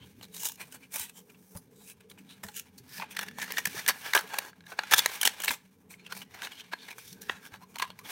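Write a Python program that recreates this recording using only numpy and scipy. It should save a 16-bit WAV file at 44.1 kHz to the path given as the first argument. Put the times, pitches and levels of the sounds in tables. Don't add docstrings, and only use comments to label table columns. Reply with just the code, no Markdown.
import sys
import numpy as np
from scipy import signal
from scipy.fft import rfft, irfft
from scipy.io import wavfile
from scipy.ndimage import uniform_filter1d

SR = 44100
rng = np.random.default_rng(int(sys.argv[2]) if len(sys.argv) > 2 else 0)


def generate_wav(signal):
    frames = np.transpose(np.atleast_2d(signal))
    scaled = np.clip(frames, -1, 1) * 32767
    pcm = np.round(scaled).astype(np.int16)
    wavfile.write(sys.argv[1], SR, pcm)


N = 357647

# f/Hz, width/Hz, rms level/dB before waver and swell
HUM_MODES = [(40, 30, -83.5), (90.5, 16, -71.5), (186, 21, -61), (255, 45, -65.5), (431.3, 53, -66.5),
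             (132, 47, -68.5), (820, 17, -85)]
# t/s, gain/dB
HUM_SWELL = [(0, 6.5), (.3, -2.5), (1, -4.5), (1.5, -2.5), (2.2, -1), (3, -1), (3.7, 3.5), (4.199, -4),
             (4.801, -1.5), (5.5, -5.5), (6.2, -1.5), (6.8, -6.5), (7.2, 2), (7.6, -2.5), (8.11, -0.5)]
# f/Hz, relative level/dB
HISS_SPECTRUM = [(290, -29.5), (500, 11), (603, -9.5), (629, -19), (815, -16.5), (1250, -18.5), (2390, -3),
                 (15500, -15.5)]
HISS_RMS_DB = -81.5
# t/s, peak level/dB, f/Hz, fade to -60 dB/ms (at least 30), table jolt peak level/dB
BUMPS = [(0.18, -49.5, 112, 150, -59), (1., -56, 82, 150, -56), (1.551, -37.5, 173, 118, -38),
         (2.443, -44, 200, 210, -48), (2.801, -49.5, 122, 152, -64), (2.985, -42.5, 185.5, 150, -62),
         (3.372, -47, 235, 150, -71), (3.672, -36.5, 173, 35, -54), (3.745, -37, 406, 25, -60),
         (3.765, -46, 129, 62, -58), (3.884, -41.5, 230, 65, -48), (4.24, -41.5, 424, 43, -65),
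         (4.92, -45.5, 146, 146.5, -46), (5.249, -43.5, 237, 147, -53.5), (5.499, -42.5, 247, 82, -46.5),
         (7.521, -69, 93.7, 150, -51), (7.892, -47.5, 189, 150, -67)]
# t/s, pocket level/dB, crisp level/dB, body level/dB
RUB_LEVELS = [(0.0, -64.5, -61, -70), (0.3, -69, -70, -80), (0.7, -71, -69, -75), (1.25, -78.5, -70.5, -75),
              (1.5, -76.5, -61.5, -73.5), (1.68, -75.5, -71, -73), (2.1, -72, -74.5, -74),
              (2.84, -70, -69, -75), (3.0, -57, -73, -60), (3.36, -71, -82, -76), (3.73, -50.5, -51.5, -64),
              (4.4, -57, -60, -62), (4.5, -80, -86, -82.5), (4.72, -66, -69, -64), (4.85, -50.5, -61, -65),
              (5.08, -41.5, -46, -52.5), (5.42, -54, -59, -60.5), (5.58, -71.5, -72.5, -80),
              (6.1, -88, -80, -69), (6.26, -75, -75, -84), (6.4, -55.5, -70, -62), (6.66, -62, -69.5, -70),
              (6.96, -63, -64, -68), (7.1, -64, -56, -81), (7.17, -79, -72, -76), (7.95, -72.5, -76, -74),
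              (8.11, -47, -49, -51)]
# f/Hz, width/Hz, relative level/dB
POCKET_MODES = [(1637, 190, 0.5), (2320, 320, 0), (2880, 150, -5.5), (3460, 810, -8.5), (4076, 1400, -12),
                (2700, 2500, -10)]
# f/Hz, width/Hz, relative level/dB
CRISP_MODES = [(6000, 1300, 3), (9100, 1900, 2.5), (13400, 5800, 3), (14900, 7500, -2.5)]
# f/Hz, width/Hz, relative level/dB
BODY_MODES = [(855, 160, -3.5), (994, 300, -7), (570, 590, -9.5), (400, 33, -10)]
# t/s, f/Hz before CREASE_SPREAD
CREASE_PITCH = [(0, 6950), (1, 8500), (2.3, 8300), (2.9, 5720), (4.95, 5800), (5.2, 7710), (5.9, 6840),
                (6.1, 5600), (8.11, 6120)]
CREASE_SPREAD = 1.115
SCRAPES = [(0.03, 33, 33, -57.5, 3150, -77, -68, 3), (0.234, 17.5, 26.5, -54.5, 4100, -56.5, -64, 7.5),
           (0.361, 34, 31, -53, 3840, -49.5, -66, 8), (0.462, 68.5, 48.5, -45, 2870, -35, -57, 7),
           (0.607, 18, 27, -46, 2420, -50.5, -52.5, -3), (0.68, 15, 17, -69, 2420, -62, -64, -5),
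           (0.725, 12, 11.5, -55.5, 2770, -51, -76, -2), (0.756, 15, 16, -52, 1540, -48.5, -57, -3),
           (0.84, 27, 21, -54.5, 2380, -64, -70, -9), (0.93, 15, 16, -56, 2300, -46, -64, -1),
           (1.002, 42, 54, -45, 913, -39, -57, 3), (1.09, 11, 13, -54, 2600, -56, -84, -7),
           (1.18, 31, 19, -58, 3130, -51, -62.5, -5), (1.303, 10, 7, -57, 2440, -62, -66, -4),
           (1.352, 10, 15, -63.5, 2650, -81, -72, 1.5), (1.579, 30, 20, -67, 4200, -47, -58, -17),
           (1.82, 70, 45, -68, 3840, -60.5, -74, -6), (1.905, 41, 21, -56.5, 2540, -50, -74, 4.5),
           (2.01, 17, 18, -64, 2480, -68, -71, 3), (2.11, 12, 33, -73, 3860, -63, -69, 4),
           (2.189, 11, 20, -58.5, 2470, -61.5, -73, 2), (2.309, 19.5, 30, -53, 3820, -59, -68, 4),
           (2.443, 9.9, 78, -58, 1670, -55, -70, 6.5), (2.574, 31.7, 38, -50, 2800, -44.5, -78, 7.5),
           (2.783, 6.2, 14.5, -57.5, 4470, -53.5, -79, 0), (2.97, 57, 37, -48.5, 1730, -45.5, -68, 0),
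           (3.029, 50, 18, -46.5, 2500, -59, -52.5, 6.5), (3.204, 54, 79, -45.5, 1740, -52, -54.5, 7.5),
           (3.43, 50, 24, -38, 1780, -44, -52.5, 5.5), (3.516, 51, 46, -45, 1840, -51.5, -56.5, 9.5),
           (3.582, 25, 29, -44, 1870, -41.5, -50, -1), (3.668, 7, 12, -47, 1810, -43, -58, 1),
           (3.784, 43, 33.4, -40.5, 1735, -43, -50, 3), (3.89, 19.4, 23.4, -28, 1680, -35, -35.5, 0),
           (3.96, 26, 25, -51, 1720, -66, -55, 0), (4.077, 49.5, 20.7, -39.5, 1680, -45.5, -47.5, 4.5),
           (4.161, 27, 45, -35.5, 1590, -38, -40, 4), (4.25, 24, 40, -59, 1680, -80, -56, -9),
           (4.346, 48, 94, -44, 1630, -52, -48.5, 9), (4.482, 46, 17, -53, 1700, -55.5, -56, 6),
           (4.72, 42, 28, -54.5, 1640, -55, -58.5, 2.5), (4.8, 15, 61, -44.5, 1440, -57, -49.5, -4),
           (4.933, 18.7, 22.5, -30.5, 1590, -32, -33.5, -5), (4.99, 18, 14.7, -29, 3460, -31.5, -47, 3),
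           (5.263, 7.8, 32, -37, 3200, -35.5, -50, 7.5), (5.443, 32, 62, -48, 3180, -54, -61, 12),
           (5.492, 24, 59, -44, 2115, -41, -48, 9.5), (5.91, 11.6, 39.5, -55, 2430, -52.5, -62, 2),
           (6.001, 21, 37, -59, 2370, -73, -80.5, -6), (6.069, 21, 13, -52.5, 2720, -64, -70, 7),
           (6.115, 15, 20, -47.5, 1410, -55, -59, -1), (6.17, 30.4, 32, -50.5, 2370, -48, -55, 8),
           (6.225, 10, 12.4, -51.5, 2970, -54, -60, -9), (6.359, 57, 49, -54, 1980, -59.5, -58, 5),
           (6.456, 44, 20, -44.5, 1700, -48, -49, 1), (6.525, 39, 56, -57, 2930, -61, -76, -1),
           (6.606, 25, 11, -46.5, 3160, -55, -67, 3), (6.73, 9.9, 10.6, -40, 1590, -53, -52, 1.5),
           (6.8, 19, 69, -54, 3630, -66.5, -79, 7), (6.909, 44, 22, -51, 2260, -56.5, -57.5, 4),
           (6.995, 15, 56, -56, 2330, -55, -74, 0), (7.09, 64, 63, -59, 3630, -54.5, -75, 3),
           (7.18, 40, 60, -65.5, 1600, -78, -75, -4), (7.224, 12, 72, -58.5, 1660, -59, -81, 7),
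           (7.299, 12, 76, -46.5, 1670, -56.5, -54.5, 2), (7.458, 34, 26, -53.5, 1640, -55.5, -63.5, 8.5),
           (7.548, 33, 27, -54, 1640, -61.5, -57, 6), (7.633, 31, 13.4, -63, 1034, -64, -53, 7),
           (7.71, 26, 32, -70, 2400, -64, -68, -1), (7.831, 72, 75, -54, 1075, -57.5, -61, 3),
           (7.997, 5.2, 19, -70, 1150, -65, -57, -10), (8.055, 10, 21, -49.5, 3340, -56, -56, -1),
           (8.095, 15, 30, -57, 3400, -52, -58, -1)]
# peak t/s, 10 dB fall/ms, pocket level/dB, panel f/Hz,
# crisp level/dB, body level/dB
LOUD_CRACKS = [(0.212, 2.4, -45.5, 2870, -55, -49), (0.346, 4.7, -56, 4000, -46, -60),
               (0.434, 2, -41, 920, -28, -36.5), (0.46, 13, -46, 3010, -31, -45),
               (0.497, 1.3, -38, 904, -37, -41.5), (0.52, 1.9, -51, 2940, -36, -53),
               (0.612, 18, -45.5, 2090, -46, -57), (0.941, 13, -41.5, 2220, -33, -48.5),
               (0.959, 10.6, -38.5, 2510, -31.5, -42), (0.997, 4.7, -46, 930, -28.5, -43),
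               (1.552, 3.7, -53, 900, -48, -45.5), (2.1, 7.1, -52.5, 3430, -50, -81),
               (2.115, 3.1, -45, 3800, -62, -65), (2.177, 2.9, -54, 2450, -71, -55),
               (2.436, 4.2, -35.5, 1790, -35.5, -39), (2.486, 3.4, -40, 844, -48, -42),
               (2.567, 6.8, -42, 3000, -34, -71), (2.78, 6, -100, 3940, -54, -70),
               (2.999, 1.5, -35.5, 920, -62, -30.5), (3.023, 2.6, -29.5, 2140, -64, -29.5),
               (3.033, 2.6, -61, 870, -66, -31.5), (3.109, 11, -43, 2540, -43.5, -59),
               (3.168, 1.7, -23.5, 1820, -33, -44), (3.192, 3.3, -25, 1740, -33.5, -42),
               (3.212, 2.4, -35, 1720, -35, -42), (3.233, 8.5, -36, 1770, -41.5, -43),
               (3.286, 2.9, -33.5, 1730, -44.5, -67), (3.386, 2.2, -36, 1760, -37, -31),
               (3.505, 2.9, -37, 1800, -67, -38), (3.522, 0.9, -29, 1760, -23.5, -42),
               (3.572, 1.9, -20, 1790, -48, -53), (3.583, 5.7, -22, 1880, -31, -38.5),
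               (3.656, 1.64, -17.5, 1730, -18.5, -41), (3.673, 3.8, -31.5, 1830, -31, -42.5),
               (3.771, 1.7, -53, 1610, -47, -38.5), (3.864, 0.67, -22, 1700, -31, -57),
               (3.88, 0.88, -30, 1740, -15, -40), (3.886, 3.3, -18.5, 1860, -20.5, -43),
               (3.89, 10.1, -24.5, 1720, -22.5, -51), (3.907, 3.2, -36, 1670, -47.5, -47),
               (4.136, 0.83, -11.5, 1700, -24, -29), (4.151, 2, -10.5, 1660, -17, -19.5),
               (4.158, 3, -24, 1160, -49, -21.5), (4.164, 3.5, -24, 1640, -27, -20),
               (4.176, 1, -13, 1670, -34, -43), (4.211, 3.9, -40.5, 1320, -38, -49),
               (4.338, 4.6, -35, 834, -44, -30), (4.387, 2.4, -21, 1600, -20.5, -28.5),
               (4.532, 1.7, -47, 1650, -84, -55), (4.607, 1.4, -46, 1625, -80, -65),
               (4.639, 2.5, -53, 1700, -74, -67), (4.667, 3.6, -43, 1670, -53, -74.5),
               (4.72, 6, -37.5, 1550, -58, -39.5), (4.791, 2.7, -17.5, 1595, -63, -23.5),
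               (4.912, 1.5, -22.5, 1780, -25.5, -49), (4.924, 5.5, -17.5, 1840, -25, -34),
               (4.937, 0.89, -3.5, 1740, -8.5, -14.5), (4.943, 3, -17, 3520, -15.5, -32),
               (4.962, 7.2, -36.5, 1700, -28, -42), (4.982, 2.8, -21, 3480, -19, -35),
               (4.992, 2.9, -17, 3470, -26.5, -38), (5.0606, 1.1, -11.5, 1716, -14, -20.5),
               (5.097, 5, -42, 1680, -52, -41), (5.214, 3.9, -23, 3160, -21, -43.5),
               (5.232, 3.3, -19.5, 1640, -20.5, -34), (5.253, 3.4, -15.5, 3140, -16, -28),
               (5.263, 3, -24.5, 2940, -22, -42), (5.275, 2.1, -13.5, 3010, -20, -26),
               (5.403, 2.7, -36, 3340, -32, -38.5), (5.421, 2.6, -35.5, 2870, -29.5, -59),
               (5.438, 3.8, -29, 1776, -30.5, -44.5), (5.447, 4.9, -31, 2780, -24.5, -38.5),
               (5.481, 2.8, -16, 2240, -28, -34), (5.493, 1.2, -21, 3620, -44, -50),
               (5.508, 2.3, -25, 950, -50.5, -26.5), (5.518, 8.6, -39.5, 3380, -35, -56),
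               (5.54, 7.4, -42.5, 1190, -43, -47), (5.94, 3.2, -42, 2170, -65, -79),
               (6.124, 6.3, -32, 1460, -41, -41.5), (6.218, 4.7, -39.5, 2950, -51, -54),
               (6.421, 1.1, -27.5, 1610, -38, -53), (6.433, 14, -37.5, 3730, -48, -52),
               (6.449, 3.4, -34.5, 1680, -51, -66), (6.472, 1.7, -31.5, 1470, -59, -42),
               (6.52, 7.5, -41, 3000, -51.5, -64), (6.734, 2.3, -28, 1660, -56, -28.5),
               (6.887, 9.9, -42.5, 1900, -63, -60), (6.91, 10.3, -42, 2370, -51, -57),
               (6.983, 4.6, -43.5, 1570, -43, -45.5), (7.131, 2.2, -46.5, 4240, -40.5, -83),
               (7.219, 7.9, -50.5, 4200, -40, -68), (7.297, 1.4, -17.5, 1900, -57, -23.5),
               (7.541, 4, -41.5, 1610, -55, -47), (7.759, 7.2, -39, 950, -44, -39.5),
               (7.786, 2.8, -33.5, 1070, -36, -53), (7.798, 4.4, -30.5, 1065, -38, -29.5),
               (7.824, 5, -23.5, 1036, -34, -23.5), (7.84, 13, -45, 1040, -57, -39),
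               (7.902, 5.4, -41.5, 3320, -56, -45), (7.994, 8.5, -45.5, 1010, -46.5, -48.5)]

HOLLOW_DB = 6.0
CRACK_RISE_MS, CRACK_RISE_SHARE = 0.6, 0.25
SMALL_FALL_MS, SMALL_SPREAD_DB = 2.43, 3.0
ROOM_T60_S, ROOM_DB, ROOM_TOP_HZ = 0.28, -23.5, 6300
MIC_BASS_HZ, MIC_TOP_HZ, MIC_CEILING = 45, 15850, 0.75


def undb(db):
    return 10 ** (np.asarray(db) / 20)


def level(x, db):
    return x * undb(db) / np.sqrt(np.mean(x ** 2))


def band(x, hz, width):
    return signal.lfilter(*signal.iirpeak(hz, hz / width, SR), x)


def ring(x, modes):
    f = np.fft.rfftfreq(2048, 1 / SR) + 1
    power = 0
    for hz, width, db in modes:
        detuning = (f ** 2 - hz ** 2) / (f * width)
        power = power + undb(2 * db) / (1 + detuning ** 2) ** 1.254
    cepstrum = irfft(np.log(power) / 2)
    cepstrum[1:1024] = 2 * cepstrum[1:1024]
    cepstrum[1025:] = 0
    response = irfft(np.exp(rfft(cepstrum)))[:1024]
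    unit_response = response / np.sqrt(np.sum(response ** 2))
    return signal.fftconvolve(x, unit_response)[:len(x)]


def walk(rate):
    hold = int(SR / rate)
    steps = np.repeat(rng.standard_normal(N // hold + 1), hold)
    return 1.71 * uniform_filter1d(uniform_filter1d(steps, hold), hold)[:N]


def add(out, s, x):
    i = int(s * SR)
    out[i:i + len(x)] += x[:N - i]


def grain(per_s, spread_db, tick_ms, smooth_db, patchy_db):
    slips = rng.random(N) < per_s / SR
    size = undb(spread_db * rng.exponential(size=N))
    decay = np.exp(-1000 / (tick_ms * SR))
    ticks = signal.lfilter([1], [1, -decay], slips * size)
    strength = (level(ticks, 0) + undb(smooth_db)) * undb(patchy_db * walk(45))
    return level(strength * rng.standard_normal(N), 0)


def bursts(table, push, bend, panel_db, panel_q, crisp_ring_db, crisp_q, facet_db, facet_q, count=14):
    out = np.zeros(N)
    facets = 1300 * 11 ** rng.random((len(table), count))
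    stiff = np.interp([row[0] for row in table], *np.transpose(CREASE_PITCH))
    stiff = stiff * CREASE_SPREAD ** rng.standard_normal(len(table))
    for row, facet_pitches, crisp_hz in zip(table, facets, stiff):
        s, rise, fall, pocket_db, panel_hz, crisp_db, body_db = row
        rise, fall = max(rise, .2), max(fall, .5)
        start = max(s - 4 * rise / 1000, 0)
        first = int(start * SR)
        samples = np.arange(int((4 * rise + 6 * fall + 30) * SR / 1000))
        ms = 1000 * (start - s) + samples * 1000 / SR
        distance = np.where(ms < 0, -ms / rise, ms / fall)
        envelope = undb(-10 * distance ** bend)[:N - first]
        slips = push[first:][:len(envelope)] * envelope
        rings = [(panel_hz, panel_hz / panel_q, panel_db + HOLLOW_DB * (panel_hz < 1200)),
                 (crisp_hz, crisp_hz / crisp_q, crisp_ring_db)]
        rings += [(f, f / facet_q, facet_db) for f in facet_pitches]
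        groups = ((BODY_MODES, body_db, 0, 1200, 1),
                  (POCKET_MODES, pocket_db, 1200, 4500, -1),
                  (CRISP_MODES, crisp_db, 4500, SR, 1))
        for modes, db, lo, hi, sign in groups:
            x = ring(slips, modes + [m for m in rings if lo <= m[0] < hi])
            gain = undb(db) * np.sqrt(np.sum(envelope ** 2) / np.sum(x ** 2))
            add(out, start, sign * x * gain)
    return out


def room_tone():
    hum = np.zeros(N)
    for hz, width, db in HUM_MODES:
        narrow = band(band(rng.standard_normal(N), hz, width), hz, 3.2 * width)
        hum += level(narrow, db) * undb(5.0 * np.tanh(walk(14)))
    swell = np.interp(np.arange(N) / SR, *np.transpose(HUM_SWELL))
    hz, db = np.transpose(HISS_SPECTRUM)
    colour = np.interp(np.log(np.fft.rfftfreq(N, 1 / SR) + 1), np.log(hz), db)
    hiss = irfft(rfft(rng.standard_normal(N)) * undb(colour), N)
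    return hum * undb(swell) + level(hiss, HISS_RMS_DB)


def room(x):
    t = np.arange(SR // 2) / SR
    tail = rng.standard_normal(len(t)) * np.exp(-np.log(1000) * t / ROOM_T60_S)
    tail = tail * (t > .003)
    tail = signal.lfilter(*signal.butter(1, ROOM_TOP_HZ, fs=SR), tail)
    return undb(ROOM_DB) * signal.fftconvolve(x, tail / np.sqrt(np.sum(tail ** 2)))[:N]


def bumps():
    t, out = np.arange(SR // 3) / SR, np.zeros(N)
    for s, db, hz, fade, deep_db in BUMPS:
        decay = np.exp(-np.log(1000) * t * 1000 / max(fade, 30))
        swing = decay * (1 - np.exp(-t / 0.0039))
        rattle = 0.67 * swing * np.sin(2 * np.pi * 3.3 * hz * t)
        thud = swing * (np.sin(2 * np.pi * hz * t) + rattle)
        jolt = swing ** 2.0 * (np.sin(2 * np.pi * 90 * t) + 0.34 * np.sin(2 * np.pi * 55 * t))
        thud = undb(db) * thud / np.abs(thud).max()
        add(out, s, thud + undb(deep_db) * jolt / np.abs(jolt).max())
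    return out


def rub():
    s, *columns = np.transpose(RUB_LEVELS)
    push = grain(per_s=210.0, spread_db=1.5, tick_ms=4.8, smooth_db=3.5, patchy_db=2.0)
    out = np.zeros(N)
    for db, modes, sign in zip(columns, (POCKET_MODES, CRISP_MODES, BODY_MODES), (-1, 1, 1)):
        wavering_db = np.interp(np.arange(N) / SR, s, db) + 0.9 * walk(30)
        out += sign * undb(wavering_db) * ring(push, modes)
    return out


def scrapes():
    push = grain(per_s=130.0, spread_db=6.5, tick_ms=3.3, smooth_db=0.5, patchy_db=1.5)
    return bursts([row[:-1] for row in SCRAPES], push, bend=1.78, panel_db=12.0, panel_q=14.0,
                  crisp_ring_db=9.0, crisp_q=5.1, facet_db=6.5, facet_q=120.0)


def small_cracks(count=4):
    rows = []
    for row, chances in zip(SCRAPES, rng.random((len(SCRAPES), count, 4))):
        s, rise, fall, pocket_db, hz, crisp_db, body_db, over_db = row
        for k, (place, size, length, pitch) in enumerate(chances):
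            ms = (rise + fall) * (k + place) / count - rise
            t = s + ms / 1000
            db = over_db - 10 * max(-ms / rise, ms / fall) ** 2
            db += SMALL_SPREAD_DB * (2 * size - 1)
            if 0 < t < N / SR:
                rows.append((t, SMALL_FALL_MS * (.5 + length), pocket_db + db,
                             hz * 1.5 ** (pitch - .5), crisp_db + db, body_db + db))
    return rows


def cracks():
    push = grain(per_s=3500.0, spread_db=5.5, tick_ms=0.6, smooth_db=-3.0, patchy_db=7.5)
    rows = []
    for s, fall, *colour in LOUD_CRACKS + small_cracks():
        rows.append((s, CRACK_RISE_MS + CRACK_RISE_SHARE * fall, fall, *colour))
    return bursts(rows, push, bend=0.88, panel_db=13.0, panel_q=11.7,
                  crisp_ring_db=8.5, crisp_q=23.0, facet_db=2.0, facet_q=20.2)


def scene():
    paper = cracks() + scrapes() + rub()
    return (paper + room(paper) + bumps() + room_tone())[None]


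def record(dry):
    thin = signal.sosfilt(signal.butter(1, MIC_BASS_HZ, "high", fs=SR, output="sos"), dry)
    rounded = MIC_CEILING * np.tanh(thin / MIC_CEILING)
    return signal.sosfilt(signal.ellip(10, .2, 75, MIC_TOP_HZ, fs=SR, output="sos"), rounded)


dry = scene()
out = record(dry)
generate_wav(out)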